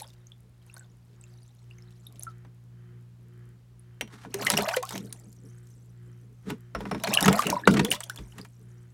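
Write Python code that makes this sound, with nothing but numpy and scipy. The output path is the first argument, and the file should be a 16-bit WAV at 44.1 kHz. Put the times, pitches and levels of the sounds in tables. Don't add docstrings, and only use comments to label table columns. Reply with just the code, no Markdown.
import sys
import numpy as np
from scipy import signal
from scipy.fft import rfft, irfft
from scipy.io import wavfile

SR = 44100
rng = np.random.default_rng(int(sys.argv[2]) if len(sys.argv) > 2 else 0)


def dump_mix(stems):
    frames = np.atleast_2d(stems).T
    limited = np.clip(frames, -1, 1)
    pcm = np.round(limited * 32767).astype(np.int16)
    wavfile.write(sys.argv[1], SR, pcm)


N = 393813

# t/s, level/dB, f/Hz
SMALL_BUBBLES = [(0.017, -29, 820), (0.02, -22.5, 10160), (0.043, -38, 3220), (0.269, -34, 6200),
                 (0.319, -37.5, 3300), (0.698, -41.5, 2580), (0.741, -33, 8950), (0.768, -35, 1450),
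                 (0.771, -40, 6250), (0.795, -37, 7600), (1.212, -35, 7900), (1.239, -45.5, 2560),
                 (1.239, -40, 6940), (1.432, -43.5, 9000), (1.479, -47, 7100), (1.71, -40.5, 2650),
                 (1.785, -48, 2100), (1.784, -42.5, 6060), (1.823, -39, 5080), (2.067, -35, 3560),
                 (2.069, -35, 10800), (2.195, -26, 9640), (2.206, -48, 4150), (2.225, -27, 6040),
                 (3.795, -41.5, 9450), (4.339, -30, 2700), (4.469, -8, 1920), (4.469, -18, 2900),
                 (4.482, -14.5, 2780), (4.501, -5, 9170), (4.518, -12, 8050), (4.57, -10.5, 5400),
                 (4.574, -11.5, 2700), (4.688, -17, 2610), (4.71, -27, 2430), (4.739, -16, 1450),
                 (4.745, -21.5, 2930), (4.958, -27.5, 6000), (5.127, -18.5, 9040), (7.046, -19.5, 4050),
                 (7.133, -15.5, 2550), (7.142, -8, 3010), (7.149, -5, 9550), (7.152, -16.5, 3940),
                 (7.173, -8.5, 2760), (7.186, -16, 1614), (7.227, -16, 3580), (7.227, -13.5, 10800),
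                 (7.232, -12, 5260), (7.243, -18.5, 1720), (7.248, -12.5, 6350), (7.28, -8.5, 1240),
                 (7.392, -11, 1130), (7.467, -19, 2700), (7.495, -23, 2590), (7.501, -16.5, 6240),
                 (7.527, -11.5, 925), (7.655, -31.5, 3800), (7.675, -3.5, 1344), (7.849, -19.5, 3310),
                 (7.866, -28, 3200), (7.905, -14.5, 8890), (7.916, -5.5, 2800), (7.921, -10, 9300),
                 (7.936, -24, 920), (7.953, -22.5, 3320), (8.005, -15.5, 7700), (8.034, -26, 3160),
                 (8.175, -29, 3270), (8.323, -38, 2870), (8.414, -28.5, 4620)]
# f/Hz, level/dB, t60/s
POT_LOW_MODES = [(72, -12.5, 0.085), (148.5, 1, 0.053), (197, 4, 0.081), (224.1, -2, 0.091),
                 (266, 0.5, 0.064), (321, -1, 0.045), (426, -0.5, 0.054), (503, -8.5, 0.016)]


def from_db(db):
    return 10 ** (np.asarray(db) / 20)


def unit_rms(x):
    return x / np.sqrt(np.mean(x ** 2) + 1e-20)


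def fader(points):
    times, levels_db = np.transpose(points)
    return from_db(np.interp(np.arange(N) / SR, times, levels_db))


def coloured_noise(spectrum):
    hz, level_db = np.transpose(spectrum)
    grid_hz = np.maximum(np.arange(N // 2 + 1) * SR / N, 1)
    gain = from_db(np.interp(np.log(grid_hz), np.log(hz), level_db))
    return irfft(rfft(rng.standard_normal(N)) * gain, N)


def band(x, low_hz, high_hz):
    return signal.sosfilt(signal.butter(2, [low_hz, high_hz], "band", fs=SR, output="sos"), x)


def drift(rate_hz):
    pole = np.exp(-80 * np.pi * rate_hz / SR)
    slow = signal.lfilter([1], [1, -2 * pole, pole * pole], rng.standard_normal(N // 40 + 2002))[2000:]
    return np.interp(np.arange(N) / 40, np.arange(len(slow)), unit_rms(slow))


def bursts(times, levels_db, t60, rise_s):
    clicks = np.zeros(N)
    np.add.at(clicks, (times * SR).astype(int), from_db(levels_db))
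    decays = signal.lfilter([1], [1, -from_db(-60 / (t60 * SR))], clicks + 1e-18)
    soft = np.exp(-1 / (rise_s * SR))
    return signal.lfilter([1 - soft], [1, -soft], decays)


def swells(rows, rise_db_per_s, fall_db_per_s):
    t = np.arange(N) / SR
    return sum(from_db(db - rise_db_per_s * np.maximum(s - t, 0)
                       - fall_db_per_s * np.maximum(t - s - hold, 0)) for s, hold, db in rows)


def resonate(force, modes):
    out = np.zeros(N)
    for k, (hz, level_db, t60) in enumerate(modes):
        r, w = from_db(-60 / (t60 * SR)), 2 * np.pi * hz / SR
        ring = signal.lfilter([0, np.sin(w)], [1, -2 * r * np.cos(w), r * r], force + 1e-18)
        out += (-1) ** k * from_db(level_db) * ring
    return out


def add_ping(out, s, hz, gain, t60, glide):
    t = np.arange(int(t60 * SR)) / SR
    envelope = (1 - np.exp(-t / (0.6 / hz + .0004))) * from_db(-60 * t / t60)
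    tone = np.sin(2 * np.pi * hz * (t + glide / 2 * t * t / t60))
    start = int(s * SR)
    out[start:start + len(t)] += (gain * envelope * tone)[:N - start]


def fridge():
    # f/Hz, level/dB
    hum_lines = [(59.2, -16), (119.8, 3.5), (177.6, -9.5), (239.6, -21), (359.6, -16.5), (479, -32.5)]
    # low f/Hz, high f/Hz, level/dB
    rattle_bands = [(1150, 2000, -24), (3060, 3100, -37)]
    # t/s, level/dB
    level_ride = [(0, -58), (1.5, -56), (2, -52.5), (3.5, -52.5), (3.9, -55.5), (5, -52.5), (8.93, -54)]
    mains_hz, slip_hz, crest_s = 59.85, 1.87, 4.485
    t = np.arange(N) / SR
    throb = np.cos(2 * np.pi * slip_hz * (t - crest_s))
    hum = sum(from_db(level_db + drift(5.1)) * (1 + (.75 if hz > 300 else .22) * throb)
              * np.sin(2 * np.pi * (hz * t + rng.random())) for hz, level_db in hum_lines)
    taps = np.diff(np.floor(mains_hz * t), prepend=0) + .045 * rng.standard_normal(N)
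    rattle = sum(from_db(db) * unit_rms(band(taps, low, high)) for low, high, db in rattle_bands)
    return fader(level_ride) * (np.sqrt(2) * hum + (1 + throb) * rattle)


def room_air():
    # f/Hz, relative level/dB
    air_spectrum = [(20, -38.5), (33, -23), (42, -8.5), (60, -3.5), (85, -7), (200, -15), (400, -25.5),
                    (600, -25.5), (3000, -35), (12000, -42.5), (16500, -46.5)]
    return from_db(-63.5) * unit_rms(coloured_noise(air_spectrum))


def splash_noise():
    # f/Hz, relative level/dB
    splash_spectrum = [(300, -31), (500, 2), (2900, -4), (4500, -12), (9500, -18.5), (14000, -23),
                       (17000, -29)]
    return coloured_noise(splash_spectrum)


def spatter():
    drops_per_s, spread_db = 90, 5.5
    born = np.flatnonzero(rng.random(N) < drops_per_s * from_db(4 * drift(12)) / SR)
    levels_db = spread_db * np.minimum(rng.exponential(1, len(born)), 4)
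    drops = unit_rms(bursts(born / SR, levels_db, t60=0.015, rise_s=0.00022))
    noise = splash_noise()
    wash = band(noise, 500, 3300) * (1.5 + drops) * from_db(5 * drift(22))
    hiss = band(noise, 3500, 19000) * (.6 + drops) * from_db(4.5 * drift(18))
    return unit_rms(wash), unit_rms(hiss)


def swarm(active, low_hz, high_hz, per_s, cycles, spread_db, glide):
    out = np.zeros(N)
    born = np.flatnonzero(rng.random(N) < active * per_s * from_db(5 * drift(15)) / SR)
    for s in born / SR:
        pitch, size = rng.random(2)
        hz = low_hz * (high_hz / low_hz) ** pitch
        add_ping(out, s, hz, from_db(-spread_db * np.log(size + 0.18)), cycles / hz, glide)
    return unit_rms(out) * np.sqrt(np.mean(active))


def pours(wash, hiss):
    # t/s, level/dB
    flow_curves = [
        [(0, -50), (.12, -75.5), (.45, -99), (.77, -67.5), (1.0, -88), (1.3, -75), (1.9, -79), (2.23, -67),
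         (2.32, -77)],
        [(4.3, -67), (4.43, -38), (4.6, -37.5), (4.76, -40), (4.8, -64.5), (4.9, -51.5), (4.94, -40.5),
         (5.0, -60.5), (5.2, -65.5), (5.4, -93.5)],
        [(7.0, -61), (7.06, -37), (7.3, -34.5), (7.53, -37), (7.65, -62.5), (7.7, -37.5), (7.88, -47),
         (7.94, -33.5), (8.0, -62), (8.4, -69)],
    ]
    spray_db = (2, -1, -6)
    t = np.arange(N) / SR
    flows = [fader(curve) * (t >= curve[0][0]) * (t <= curve[-1][0]) for curve in flow_curves]
    flow, trickle = sum(flows), flows[0]
    gurgle = swarm(flow > 0, 500, 3300, per_s=230, cycles=30, spread_db=3.5, glide=.6) + .6 * wash
    spray = .7 * swarm(flow > 0, 3500, 13000, per_s=150, cycles=55, spread_db=5, glide=.26) + hiss
    patter = swarm(trickle > 0, 3000, 10000, per_s=30, cycles=50, spread_db=4.5, glide=.16)
    return flow * gurgle + np.dot(from_db(spray_db), flows) * spray + trickle * patter


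def bubbles():
    # t/s, level/dB, f/Hz, t60/s, glide as a share of the pitch
    glugs = [(0.809, -50, 1587, 0.093, -0.36), (2.268, -32, 1372, 0.095, -0.18),
             (4.342, -29.5, 390.6, 0.27, 0.2), (4.486, -30, 555, 0.087, 0.49),
             (4.59, -23, 423, 0.12, -0.077), (4.675, -25, 610, 0.24, 0.96), (4.768, -16.5, 522, 0.1, -0.15),
             (4.825, -29.5, 753, 0.082, 0.086), (4.83, -28, 993, 0.087, 1.0), (7.039, -25, 623, 0.1, 0.7),
             (7.275, -16.5, 411.6, 0.18, 0.56), (7.278, -13, 172.5, 0.24, 0.74),
             (7.678, -11.5, 186, 0.2, 0.13), (7.33, -28, 643, 0.31, 1.3), (7.527, -23.5, 590, 0.09, -0.032),
             (7.565, -23.5, 1002, 0.079, -0.12), (7.636, -35, 1675, 0.1, 0.32),
             (7.675, -1.5, 401, 0.025, 0.68), (7.83, -32.5, 434, 0.47, 1.2),
             (8.098, -24, 1406, 0.039, 0.76)]
    out = np.zeros(N)
    for s, level_db, hz in SMALL_BUBBLES:
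        add_ping(out, s, hz, from_db(level_db), t60=0.033 * (hz / 1000) ** -0.67, glide=0.28)
    for s, level_db, hz, t60, glide in glugs:
        add_ping(out, s, hz, from_db(level_db), t60, glide)
    wobble = from_db(3 * drift(80))
    return out * wobble


def ticks():
    # t/s, level/dB
    accents = [(0.0767, -46), (0.405, -55), (.6649, -50), (0.7798, -40.5), (1.5506, -55), (2.125, -49),
               (2.234, -25.5), (4.449, -22.5), (4.623, -20.5), (4.763, -24), (4.853, -30), (5.058, -41),
               (5.198, -44.5), (5.295, -52.5), (5.35, -63), (5.553, -58), (6.607, -50), (7.207, -26),
               (7.227, -16.5), (7.241, -25), (7.365, -26), (7.435, -34)]
    accent_s, accent_db = np.transpose(accents)
    bubble_s, bubble_db, _ = np.transpose(SMALL_BUBBLES)
    stray_s = np.flatnonzero(rng.random(N) < 9 / SR) / SR
    levels_db = np.r_[accent_db, bubble_db - 19, rng.normal(-63, 3, len(stray_s))]
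    envelope = bursts(np.r_[accent_s, bubble_s, stray_s], levels_db, t60=0.0054, rise_s=0.00011)
    return envelope * unit_rms(band(rng.standard_normal(N), 7000, 13000))


def struck_pot(impact, times, thump_db):
    # f/Hz, level/dB, t60/s
    wall_modes = [(980, -1, 0.06), (1318, -18, .08), (1480, -6, 0.07), (1813, -14, 0.04), (2810, -14, .04)]
    push = bursts(times, thump_db, t60=0.11, rise_s=0.0067) * rng.standard_normal(N)
    return from_db(-45.5) * resonate(impact, wall_modes) + from_db(-35) * resonate(push, POT_LOW_MODES)


def rim_ring(force):
    # starting f/Hz, level/dB, t60/s, sink/(Hz per s)
    rim_modes = [(6370, 0, .09, 155), (6680, -2, .055, 157), (9360, -7, .065, 40), (9980, -12, .05, 40)]
    t = np.arange(N) / SR
    out = np.zeros(N)
    for hz, level_db, t60, sink in rim_modes:
        carrier = np.exp(2j * np.pi * (hz * t - sink * t * t / 2))
        envelope = signal.lfilter([1], [1, -from_db(-60 / (t60 * SR))], force / carrier + 1e-18)
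        out += from_db(level_db) * np.real(carrier * envelope)
    return out


def bottle_knocks(ragged, treble):
    # t/s, then relative level/dB of
    hits = [(2.448, -49, -42, -76, -8), (4.010, -30, -26.5, -38, 8.5), (4.076, -49, -54, -65, 0),
            (4.249, -39.5, -26.5, -67, -14), (6.502, -27.5, -16.5, -65.5, 1),
            (6.749, -22.5, -19, -43.5, -11), (6.806, -31.5, -20, -57, -5), (6.854, -30, -21.5, -56, -12.5),
            (6.913, -23, -13, -40.5, -9.5), (6.947, -27.5, -22, -49, -11), (6.999, -43, -34, -53, 1)]
    times, knock_db, thump_db, ring_db, bright_db = np.transpose(hits)
    knock = bursts(times, knock_db - 2, t60=0.053, rise_s=0.00033) * unit_rms(band(ragged, 530, 2080))
    bright = unit_rms(band(ragged, 1770, 4370)) + 0.32 * treble
    crack = bursts(times, knock_db + bright_db, t60=.03, rise_s=0.00014) * bright
    jolts = np.zeros(N)
    jolts[(times * SR).astype(int)] = from_db(ring_db)
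    return knock + crack + struck_pot(knock, times, thump_db) + rim_ring(jolts)


def bottle_rubs(rumble):
    # t/s, hold/s, level/dB
    drags = [(4.135, 0.013, -52.5), (4.215, 0.035, -53.5), (6.495, 0.012, -46), (6.8, 0.19, -56.5),
             (8.19, 0.0067, -56.5), (8.39, 0.0081, -53)]
    friction = swells(drags, rise_db_per_s=394, fall_db_per_s=449.5)
    noise = splash_noise()
    rustle = unit_rms(band(noise, 1000, 2580)) + from_db(-1.5) * unit_rms(band(noise, 2000, 12000))
    grain = from_db(3 * drift(90))
    rim = rim_ring(from_db(-43.5) * friction * rng.standard_normal(N))
    return friction * (rustle * grain + from_db(7.5) * rumble) + rim


def slaps(ragged, treble):
    # t/s, then relative level/dB of smack, thump and sizzle
    slugs = [(4.342, -18.5, -31.5, -23.5), (4.501, -5.5, -43.5, -13.5), (4.535, -7.5, -31, -36.5),
             (4.576, -19, -29, -18), (4.585, -10.5, -27, -34), (4.686, -10, -56.5, -31),
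             (4.766, -8, -60, -23.5), (4.828, -20.5, -63, -30), (4.891, -39, -56, -28.5),
             (4.954, -19, -37, -46), (5.126, -38, -38, -33), (7.037, -10, -61, -22.5),
             (7.071, -8, -16.5, -32.5), (7.138, -32, -37, -13.5), (7.208, -16, -13.5, -19),
             (7.257, -2.5, -10, -19.5), (7.28, -1, -9, -19), (7.328, -11, -32, -20.5),
             (7.392, -30, -52.5, -24.5), (7.421, -12.5, -52, -30.5), (7.438, -17.5, -44.5, -43),
             (7.469, -13.5, -28.5, -24), (7.501, -25.5, -32.5, -19.5), (7.53, -36.5, -26, -49.5),
             (7.673, 0.5, -5, -31), (7.739, -12.5, -23, -28.5), (7.769, -7.5, -9.5, -45),
             (7.793, -3, -10, -42), (7.848, -13.5, -33, -20), (7.914, -40.5, -28, -17.5),
             (8.005, -20.5, -70, -34), (8.038, -58.5, -68, -31), (8.097, -52, -63, -29.5),
             (8.16, -34, -56, -35), (8.185, -26.5, -34, -56), (8.382, -23.5, -34, -39),
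             (8.448, -32.5, -46, -44)]
    times, smack_db, thump_db, sizzle_db = np.transpose(slugs)
    smack = bursts(times, smack_db - 11.5, t60=0.033, rise_s=0.0017) * unit_rms(band(ragged, 660, 9600))
    sizzle = bursts(times, sizzle_db - 1, t60=0.02, rise_s=0.000095) * treble
    return smack + sizzle + struck_pot(smack, times, thump_db)


def waves(rumble):
    # t/s, hold/s, level/dB
    surges = [(4.42, 0.067, -36), (4.545, 0.058, -28), (4.94, 0.043, -38), (7.07, 0.076, -33.5),
              (7.26, 0.093, -30), (7.46, 0.052, -34), (7.69, 0.16, -25)]
    return (swells(surges, rise_db_per_s=700, fall_db_per_s=257) + from_db(-68)) * rumble


def settling(rumble, hiss):
    # t/s, relative level/dB
    tails = [(5.0, -51), (8.0, -52.5)]
    fade_db_per_s, lap_db, fizz_db = 14, -12, -12.5
    t = np.arange(N) / SR
    fade = sum(from_db(db - fade_db_per_s * (t - s)) * (t > s) for s, db in tails)
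    fizz = swarm(fade > 0, 5500, 12000, per_s=140, cycles=55, spread_db=4, glide=.1)
    fizz += band(hiss, 6000, 16000)
    return fade * (from_db(lap_db) * rumble + from_db(fizz_db) * fizz)


def table_thuds():
    # t/s, level/dB
    bumps = [(6.752, -30), (8.19, -31)]
    out = np.zeros(N)
    for s, level_db in bumps:
        add_ping(out, s, hz=54, gain=from_db(level_db), t60=.28, glide=0)
    return out


def room_reverb(x, t60=0.12, wet_db=-16):
    t = np.arange(int(t60 * SR)) / SR
    tail = band(rng.standard_normal(len(t)), 200, 9000) * from_db(-60 * t / t60) * (t > .004)
    return from_db(wet_db) * signal.fftconvolve(x, tail / np.sqrt(np.sum(tail ** 2)))[:N]


def scene():
    wash, hiss = spatter()
    ragged = splash_noise() * from_db(drift(220))
    treble = unit_rms(band(ragged, 5400, 17000))
    rumble = unit_rms(resonate(rng.standard_normal(N) * from_db(6.1 * drift(9.2)), POT_LOW_MODES))
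    front = pours(wash, hiss) + bubbles() + ticks()
    front += bottle_knocks(ragged, treble) + bottle_rubs(rumble)
    front += slaps(ragged, treble) + waves(rumble) + settling(rumble, hiss) + table_thuds()
    low_cut = signal.butter(2, 35, "high", fs=SR, output="sos")
    front = signal.sosfilt(low_cut, front)
    return (fridge() + room_air() + front + room_reverb(front))[None]


def record(dry):
    return signal.sosfilt(signal.cheby2(18, 60, 16900, fs=SR, output="sos"), dry)


dry = scene()
out = record(dry)
dump_mix(out)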